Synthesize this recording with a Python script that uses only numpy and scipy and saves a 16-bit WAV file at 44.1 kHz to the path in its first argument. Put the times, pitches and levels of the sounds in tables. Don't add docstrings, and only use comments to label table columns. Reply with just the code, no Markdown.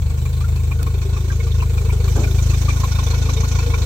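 import sys
import numpy as np
from scipy import signal
from scipy.fft import rfft, irfft, next_fast_len
from scipy.io import wavfile
from scipy.ndimage import uniform_filter1d

SR = 44100
rng = np.random.default_rng(int(sys.argv[2]) if len(sys.argv) > 2 else 0)


def digitize_waveform(pressure):
    field = np.atleast_2d(pressure).T
    bounded = np.clip(field, -1, 1)
    quanta = np.round(bounded * 32767).astype(np.int16)
    wavfile.write(sys.argv[1], SR, quanta)


def ratio(d):
    e = np.asarray(d, float) / 20
    return 10 ** e


N = 169785

# pulse level in dB, lateness in firings, clatter level in dB.
CYLINDERS = [
    (0, 0, -1),
    (.6, .006, -1),
    (0, 0, 0),
    (-.6, -.006, -4),
]
# time in seconds, exhaust heard straight in dB, boom of the hull in dB, machinery in dB.
ROUTE = [(0, -17.5, -21, -3.5), (.25, -32.5, -20.5, -4), (.45, -25, -17, -3), (.7, -25.5, -19.5, -3.5),
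         (.95, -20.5, -22, -1.5), (1.3, -20.5, -22.5, -1), (1.55, -20.5, -19.5, -2), (1.9, -17, -22, -1),
         (2.15, -16, -24, 0.5), (2.45, -16, -23, 1), (2.8, -17.5, -22.5, 4), (3.3, -19, -21, 5.5),
         (3.85, -18, -22, 5)]
HALVES = np.array([[.5], [-.5]])


def unit(x):
    return x / np.sqrt(np.mean(x ** 2, -1, keepdims=True) + 1e-20)


def along(points, hz):
    f, db = np.transpose([(5, -90), *points, (points[-1][0] * 3, -90)])
    return ratio(np.interp(np.log(hz + 1), np.log(f + 1), db))


def curves(rows):
    s, *cols = np.transpose(rows)
    return [np.interp(np.arange(N) / SR, s, c) for c in cols]


def filtered(x, response):
    m = next_fast_len(N + SR // 2) // 2 * 2
    return irfft(rfft(x, m) * response(np.fft.rfftfreq(m, 1 / SR)), m)[..., :N]


def causal(points):
    def response(hz):
        c = irfft(np.log(along(points, hz)))
        c[1:len(c) // 2] *= 2
        c[len(c) // 2 + 1:] = 0
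        return np.exp(rfft(c))
    return response


def resonance(hz, width):
    return lambda f: 1j * f * width / (hz * hz - f * f + 1j * f * width)


def noise(points, patchy_db=1.5):
    z = signal.stft(rng.standard_normal(N), nperseg=256)[2]
    field = uniform_filter1d(rng.standard_normal(z.shape), size=4, axis=0)
    field = uniform_filter1d(field, size=10, axis=1)
    x = signal.istft(z * ratio(patchy_db * field / field.std()), nperseg=256)[1][:N]
    return unit(filtered(x, lambda hz: along(points, hz)))


def pair(a, b, alike):
    u = np.arccos(np.clip(alike, 0, 1)) / 2
    return np.cos(u) * a + np.sin(u) * b * np.array([[1], [-1]])


def firings():
    # time in seconds, firings per second.
    speed = [(0.0, 24.95), (0.26, 26.19), (0.51, 26.36), (0.77, 26.0), (1.03, 26.48), (1.28, 26.46),
             (1.54, 26.5), (1.8, 26.18), (2.05, 26.06), (2.31, 26.18), (2.57, 26.42), (2.82, 26.74),
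             (3.08, 26.11), (3.34, 27.06), (3.59, 26.95), (3.85, 25.17)]
    return np.cumsum(curves(speed)[0]) / SR


def bursts(bed, rise_s, fall_s, scatter_db):
    turn = firings() - 0.38 + 4
    k = turn.astype(int)
    s = (turn - k) / 26.4
    chance = np.sqrt(3) * rng.uniform(-1.57, 1, k[-1] + 1)
    size = ratio(np.array(CYLINDERS)[k % 4, 2] + scatter_db * chance[k])
    return unit(abs(bed) + 2 * size * (1 - np.exp(-s / rise_s)) * np.exp(-s / fall_s))


def rings(rows, gain_db, t60=.048, rough=.75, turn=np.pi / 2, left_db=0):
    out, t = np.zeros((2, N + SR)), np.arange(SR // 8) / SR
    fade = ratio(-60 * (t / t60) ** 1.4) * (1 - np.exp(-t / .004))
    for s, db, hz in rows:
        drift = rough * np.cumsum(rng.standard_normal((2, len(t))), 1) / 10
        ring = np.sin(2 * np.pi * hz * t + drift + [[0], [turn]]) * fade
        pan_db = (left_db + 5 * rng.standard_normal()) * HALVES
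        out[:, round(s * SR):][:, :len(t)] += ratio(db + gain_db + pan_db) * 1.46 * ring
    return out[:, :N]


def exhaust():
    # frequency in Hz, level in dB.
    pipe = [(26, -25.5), (50, 7), (80, 4.5), (106, 5), (132, 3), (158, -10), (186, -24), (260, -34.5)]
    # frequency in Hz, width in Hz, level in dB.
    boom = [
        (72.4, 18.9, 1.5),
        (127.6, 5.4, 2.5),
        (179.9, 13, 5),
    ]
    pulse_place, jitter, scatter_db = 0.265, .006, .8
    lag_hz = 40
    lead = SR // 4
    k = np.arange(-4, 106)
    chance, own = rng.standard_normal((len(k), 2)), np.array(CYLINDERS)[k % 4]
    place = k + pulse_place + own[:, 1] + jitter * chance[:, 0]
    at = np.interp(place, np.r_[-6.3, firings()], np.r_[0, lead + np.arange(N)], right=0)
    size = ratio(own[:, 0] + scatter_db * chance[:, 1]) * (at > 0)
    pulses = np.bincount(at.astype(int), size, N + lead)

    def leg(f):
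        return causal(pipe)(f) * (lag_hz - 1j * f) / (lag_hz + 1j * f)

    def hull(f):
        modes = [ratio(db) * resonance(hz, width)(f) for hz, width, db in boom]
        return leg(f) * sum((-1) ** i * mode for i, mode in enumerate(modes))

    def heard(response, lag_s, left_db):
        thump = filtered(np.arange(N) == 0, response)[:lead]
        x = unit(-signal.fftconvolve(pulses, thump)[lead:lead + N])
        return ratio(HALVES * left_db) * filtered(x[None], lambda hz: np.exp(2j * np.pi * hz * lag_s * HALVES))

    straight_db, boom_db, _ = curves(ROUTE)
    straight = ratio(straight_db) * heard(leg, lag_s=0.00014, left_db=1.6)
    return straight + ratio(boom_db) * heard(hull, lag_s=0.00037, left_db=1.5)


def clatter():
    # frequency in Hz, width in Hz, level in dB, left over right in dB.
    block = [(870, 61, -17, 15), (1070, 41, -7, 3), (1448, 41, -9, 0), (2234, 37, -11.5, -6),
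             (2410, 145, -8.5, 1), (2603, 17, -14.5, 5.5), (3023, 36, -16, -3), (3380, 200, -17, 15),
             (3640, 47, -10.5, -7), (3950, 16, -12.5, -1.5), (4286, 230, -8.5, -3.5)]
    out = np.zeros((2, N))
    for hz, width, db, pan_db in block:
        gate = bursts(bed=.1, rise_s=.005, fall_s=.012, scatter_db=2.5)
        shake = gate * rng.standard_normal((2, N))
        sound = unit(filtered(shake, lambda f: resonance(hz, 2 * width)(f) ** 2))
        out += ratio(db + pan_db * HALVES) * pair(*sound, alike=0.028)
    return ratio(-41.5 + curves(ROUTE)[2]) * out


def tappet():
    # time in seconds, peak in dB, frequency in Hz, peak of the higher ring in dB.
    knocks = [(0.1023, -45, 1120, -63), (0.2523, -34, 1094, -38.5), (0.406, -34.5, 1193, -44),
              (0.555, -38, 1024, -41), (0.711, -29, 1110, -29.5), (0.8652, -25.5, 1085, -40),
              (1.0142, -38, 1070, -62), (1.163, -29, 1183, -39), (1.3139, -31.5, 1163, -63),
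              (1.4653, -35, 1165, -56), (1.6212, -22, 1021, -38), (1.7749, -31, 1064, -33),
              (1.8869, -30, 1010, -46), (2.074, -31, 1140, -36.5), (2.2334, -38, 1115, -26.5),
              (2.38, -36, 1030, -34), (2.5306, -29, 1150, -34.5), (2.6817, -22, 1120, -30),
              (2.833, -18.5, 1075, -37), (2.984, -21, 1052, -35.5), (3.1316, -26, 1043, -45),
              (3.2875, -24.5, 1040, -34), (3.43, -24.5, 1080, -47), (3.583, -24, 990, -33),
              (3.7328, -22, 1040, -26)]
    # time in seconds, peak in dB, frequency in Hz.
    pings = [(2.174, -28, 812), (2.5, -27.5, 2600), (1.6, -26, 2650), (1.3, -25, 1600), (0.44, -30, 1400),
             (0.81, -33, 1300), (1.9, -42, 2700), (2.7, -22, 2330), (1.4, -29, 2200), (1.9, -25.5, 2326),
             (2.7, -25.5, 2400), (4.6, -30, 2380), (3.4, -34, 2330), (2.99, -42, 2400)]
    low = [row[:3] for row in knocks]
    upper = [(s + 0.0037, db + 4.5, 2384) for s, _, _, db in knocks]
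    return rings([*low, *upper, *pings], gain_db=0)


def cowl_rattles():
    # time in seconds, peak in dB, frequency in Hz.
    rattles = [(0.828, -44, 4270), (1.5145, -26, 3620), (2.3096, -27, 3670), (2.3835, -29, 3640),
               (2.4887, -27, 4230), (2.6155, -31, 3600), (2.7641, -35, 3700), (2.8384, -27, 3970),
               (2.9178, -36, 3930), (2.9527, -30, 3670), (2.9911, -26, 3610), (3.0649, -24, 3480),
               (3.1088, -22.5, 4220), (3.2216, -23, 3650), (3.2919, -26.5, 3970), (3.3348, -25, 3600),
               (3.3702, -23, 3640), (3.4436, -25, 4260), (3.5887, -30, 4360), (3.8152, -32, 3650)]
    return rings(rattles, gain_db=-6, rough=0.95, left_db=-8)


def linkage_clinks():
    # time in seconds, peak in dB, frequency in Hz.
    clinks = [(1.3239, -46, 1400), (1.926, -36.5, 1394), (2.0408, -39, 1460), (2.162, -32, 1600),
              (2.2408, -33, 1420), (2.2734, -37, 1464), (2.9556, -36, 1450), (3.07, -36, 1460),
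              (3.1363, -30, 1413), (3.586, -30, 1404), (3.701, -54, 1520), (3.7366, -34, 1390)]
    return rings(clinks, gain_db=2.5)


def valve_spits():
    # time in seconds, peak in dB, frequency in Hz.
    spits = [(2.1591, -24.5, 7080), (2.4235, -27, 6580), (2.5023, -25.5, 6610), (2.6145, -30, 6280),
             (2.8001, -24.5, 5830), (2.9164, -21.5, 5700), (3.0326, -22.5, 6130), (3.1443, -31, 5570),
             (3.2212, -27.5, 6450), (3.2975, -24, 6020), (3.3324, -23, 6500), (3.4023, -27, 6130),
             (3.4816, -24.5, 6600), (3.5145, -22, 6000)]
    return rings(spits, gain_db=-4.5, rough=2.48, left_db=-8)


def gas_burps():
    # time in seconds, peak in dB, frequency in Hz.
    burps = [(0.79, -36, 448), (0.937, -36, 377), (1.051, -25, 388), (1.205, -31.5, 373),
             (1.391, -25.5, 460), (1.808, -27, 404), (1.847, -25, 447), (1.927, -24, 434),
             (1.997, -26.5, 457), (2.042, -29, 393), (2.088, -27.5, 450), (2.152, -24, 392),
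             (2.187, -38, 406), (2.24, -28, 444), (2.347, -32, 377), (2.414, -32, 359), (2.496, -31, 347),
             (3.06, -32, 447), (3.215, -29, 460), (3.364, -26, 450), (3.663, -21, 468), (3.745, -33, 416)]
    return rings(burps, gain_db=-4, t60=0.11, rough=.375, turn=np.pi / 8)


def gurgle():
    # frequency in Hz, level in dB per Hz.
    churn_colour = [(150, -0.5), (330, -9), (520, -6.5), (600, -14), (900, -14), (2000, -25.5)]
    # frequency in Hz, width in Hz.
    leg_modes = [
        (278, 33.6),
        (395, 118),
        (462, 34),
    ]
    # time in seconds, then the level of each of the three resonances in dB.
    leg_heard = [(0, -17, -2.5, -0.5), (.8, -1, 2, 2), (1.1, -9, 5, -4), (1.7, -4.5, 6, 7),
                 (2.3, -20, 11.5, -1.5), (2.6, 5, 0.5, -4), (3.2, 3, -4, 4), (3.85, 2.5, 0, 11)]
    alike = 0.66

    def swell(scatter_db):
        return bursts(bed=.35, rise_s=.004, fall_s=.015, scatter_db=scatter_db)

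    churn = pair(noise(churn_colour, patchy_db=1), noise(churn_colour, patchy_db=7.5), alike)
    out = swell(1.2) * ratio(-41 + curves(ROUTE)[2]) * churn
    for (hz, width), db in zip(leg_modes, curves(leg_heard)):
        shake = swell(1.5) * rng.standard_normal((2, N))
        tone = unit(filtered(shake, lambda f: resonance(hz, width)(f) ** 2))
        out += ratio(-47 + db) * pair(*tone, alike)
    return out


def hiss():
    # time in seconds, hiss in dB, dullness of the right port from 0 (bright) to 1 (dull).
    facing = [(0, 0, 0.03), (.3, 3.5, 0.018), (1.02, 1, 0.091), (1.15, 1.5, 0.39), (1.55, 1.5, 0.55),
              (1.65, 4, 0.02), (2.04, 4.5, 0.18), (2.12, 6.5, 0.51), (2.8, 7, 0.76), (3.4, 6, 0.97),
              (3.85, 5.5, 0.53)]
    # frequency in Hz, level in dB per Hz.
    left_colour = [(700, -11), (1900, -9), (4500, -8), (8200, -8.5), (9200, -16.5), (11000, -17.5),
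                   (13000, -12), (15800, -21)]
    bright_colour = [(700, 4), (1900, -7.5), (5000, -18), (7700, -1), (9300, -12), (11300, -17.5),
                     (13000, -8.5), (15800, -5.5)]
    dull_colour = [(700, -10.5), (1900, -5.5), (4900, -2), (6000, 7.5), (8000, -6.5), (10300, -19),
                   (12800, -7.5), (15800, -23)]
    spray_hz = 10100
    level_db, dull = curves(facing)
    dull = np.clip(dull, 0, 1)
    white = np.array([noise([(100, 0), (20000, 0)], patchy_db=2) for _ in range(2)])
    low = filtered(white, lambda hz: 1 / (1 + (hz / spray_hz) ** 8))

    def gate(bed):
        return bursts(bed, rise_s=0.016, fall_s=0.012, scatter_db=2.6)

    def port(x, colour):
        return filtered(x, lambda hz: along(colour, hz))

    raw = gate(0.48) * low + gate(0.55) * (white - low)
    right = np.sqrt(1 - dull) * port(raw[1], bright_colour)
    right += np.sqrt(dull) * port(raw[1], dull_colour)
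    return ratio(-36 + level_db) * np.array([port(raw[0], left_colour), right])


def handling():
    # start in seconds, length in seconds, level in dB, top frequency in Hz.
    puffs = [
        (.05, .5, -38, 120),
        (.8, .12, -42, 350),
        (2.152, .16, -30.5, 600),
    ]
    out, t = np.zeros((2, N)), np.arange(N) / SR
    for s, length, db, top_hz in puffs:
        u = np.clip((t - s) / length, 0, 30)
        colour = [(40, -6), (top_hz / 3, 0), (top_hz, -8), (top_hz * 2.5, -24)]
        lumps = [noise(colour, patchy_db=2) for _ in range(2)]
        swell = 3 * (1 - np.exp(-20 * u)) * np.exp(-2 * u)
        out += ratio(db) * swell * pair(*lumps, alike=0.63)
    tick_s, tick_t60 = .831, .008
    tick = ratio(-19 - 60 * abs(t - tick_s) / tick_t60) * rng.standard_normal((2, N))
    return out + tick * [[.4], [1]]


def scene():
    engine = exhaust() + clatter() + tappet()
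    small_parts = cowl_rattles() + linkage_clinks() + valve_spits()
    water = gas_burps() + gurgle() + hiss()
    return engine + small_parts + water + handling()


def top_cut(x):
    return signal.sosfilt(signal.butter(12, 15860, fs=SR, output="sos"), x)


def record(dry):
    top_hz = 15870
    mix = filtered(dry, lambda hz: hz < top_hz)
    return top_cut(mix)


dry = scene()
out = record(dry)
digitize_waveform(out)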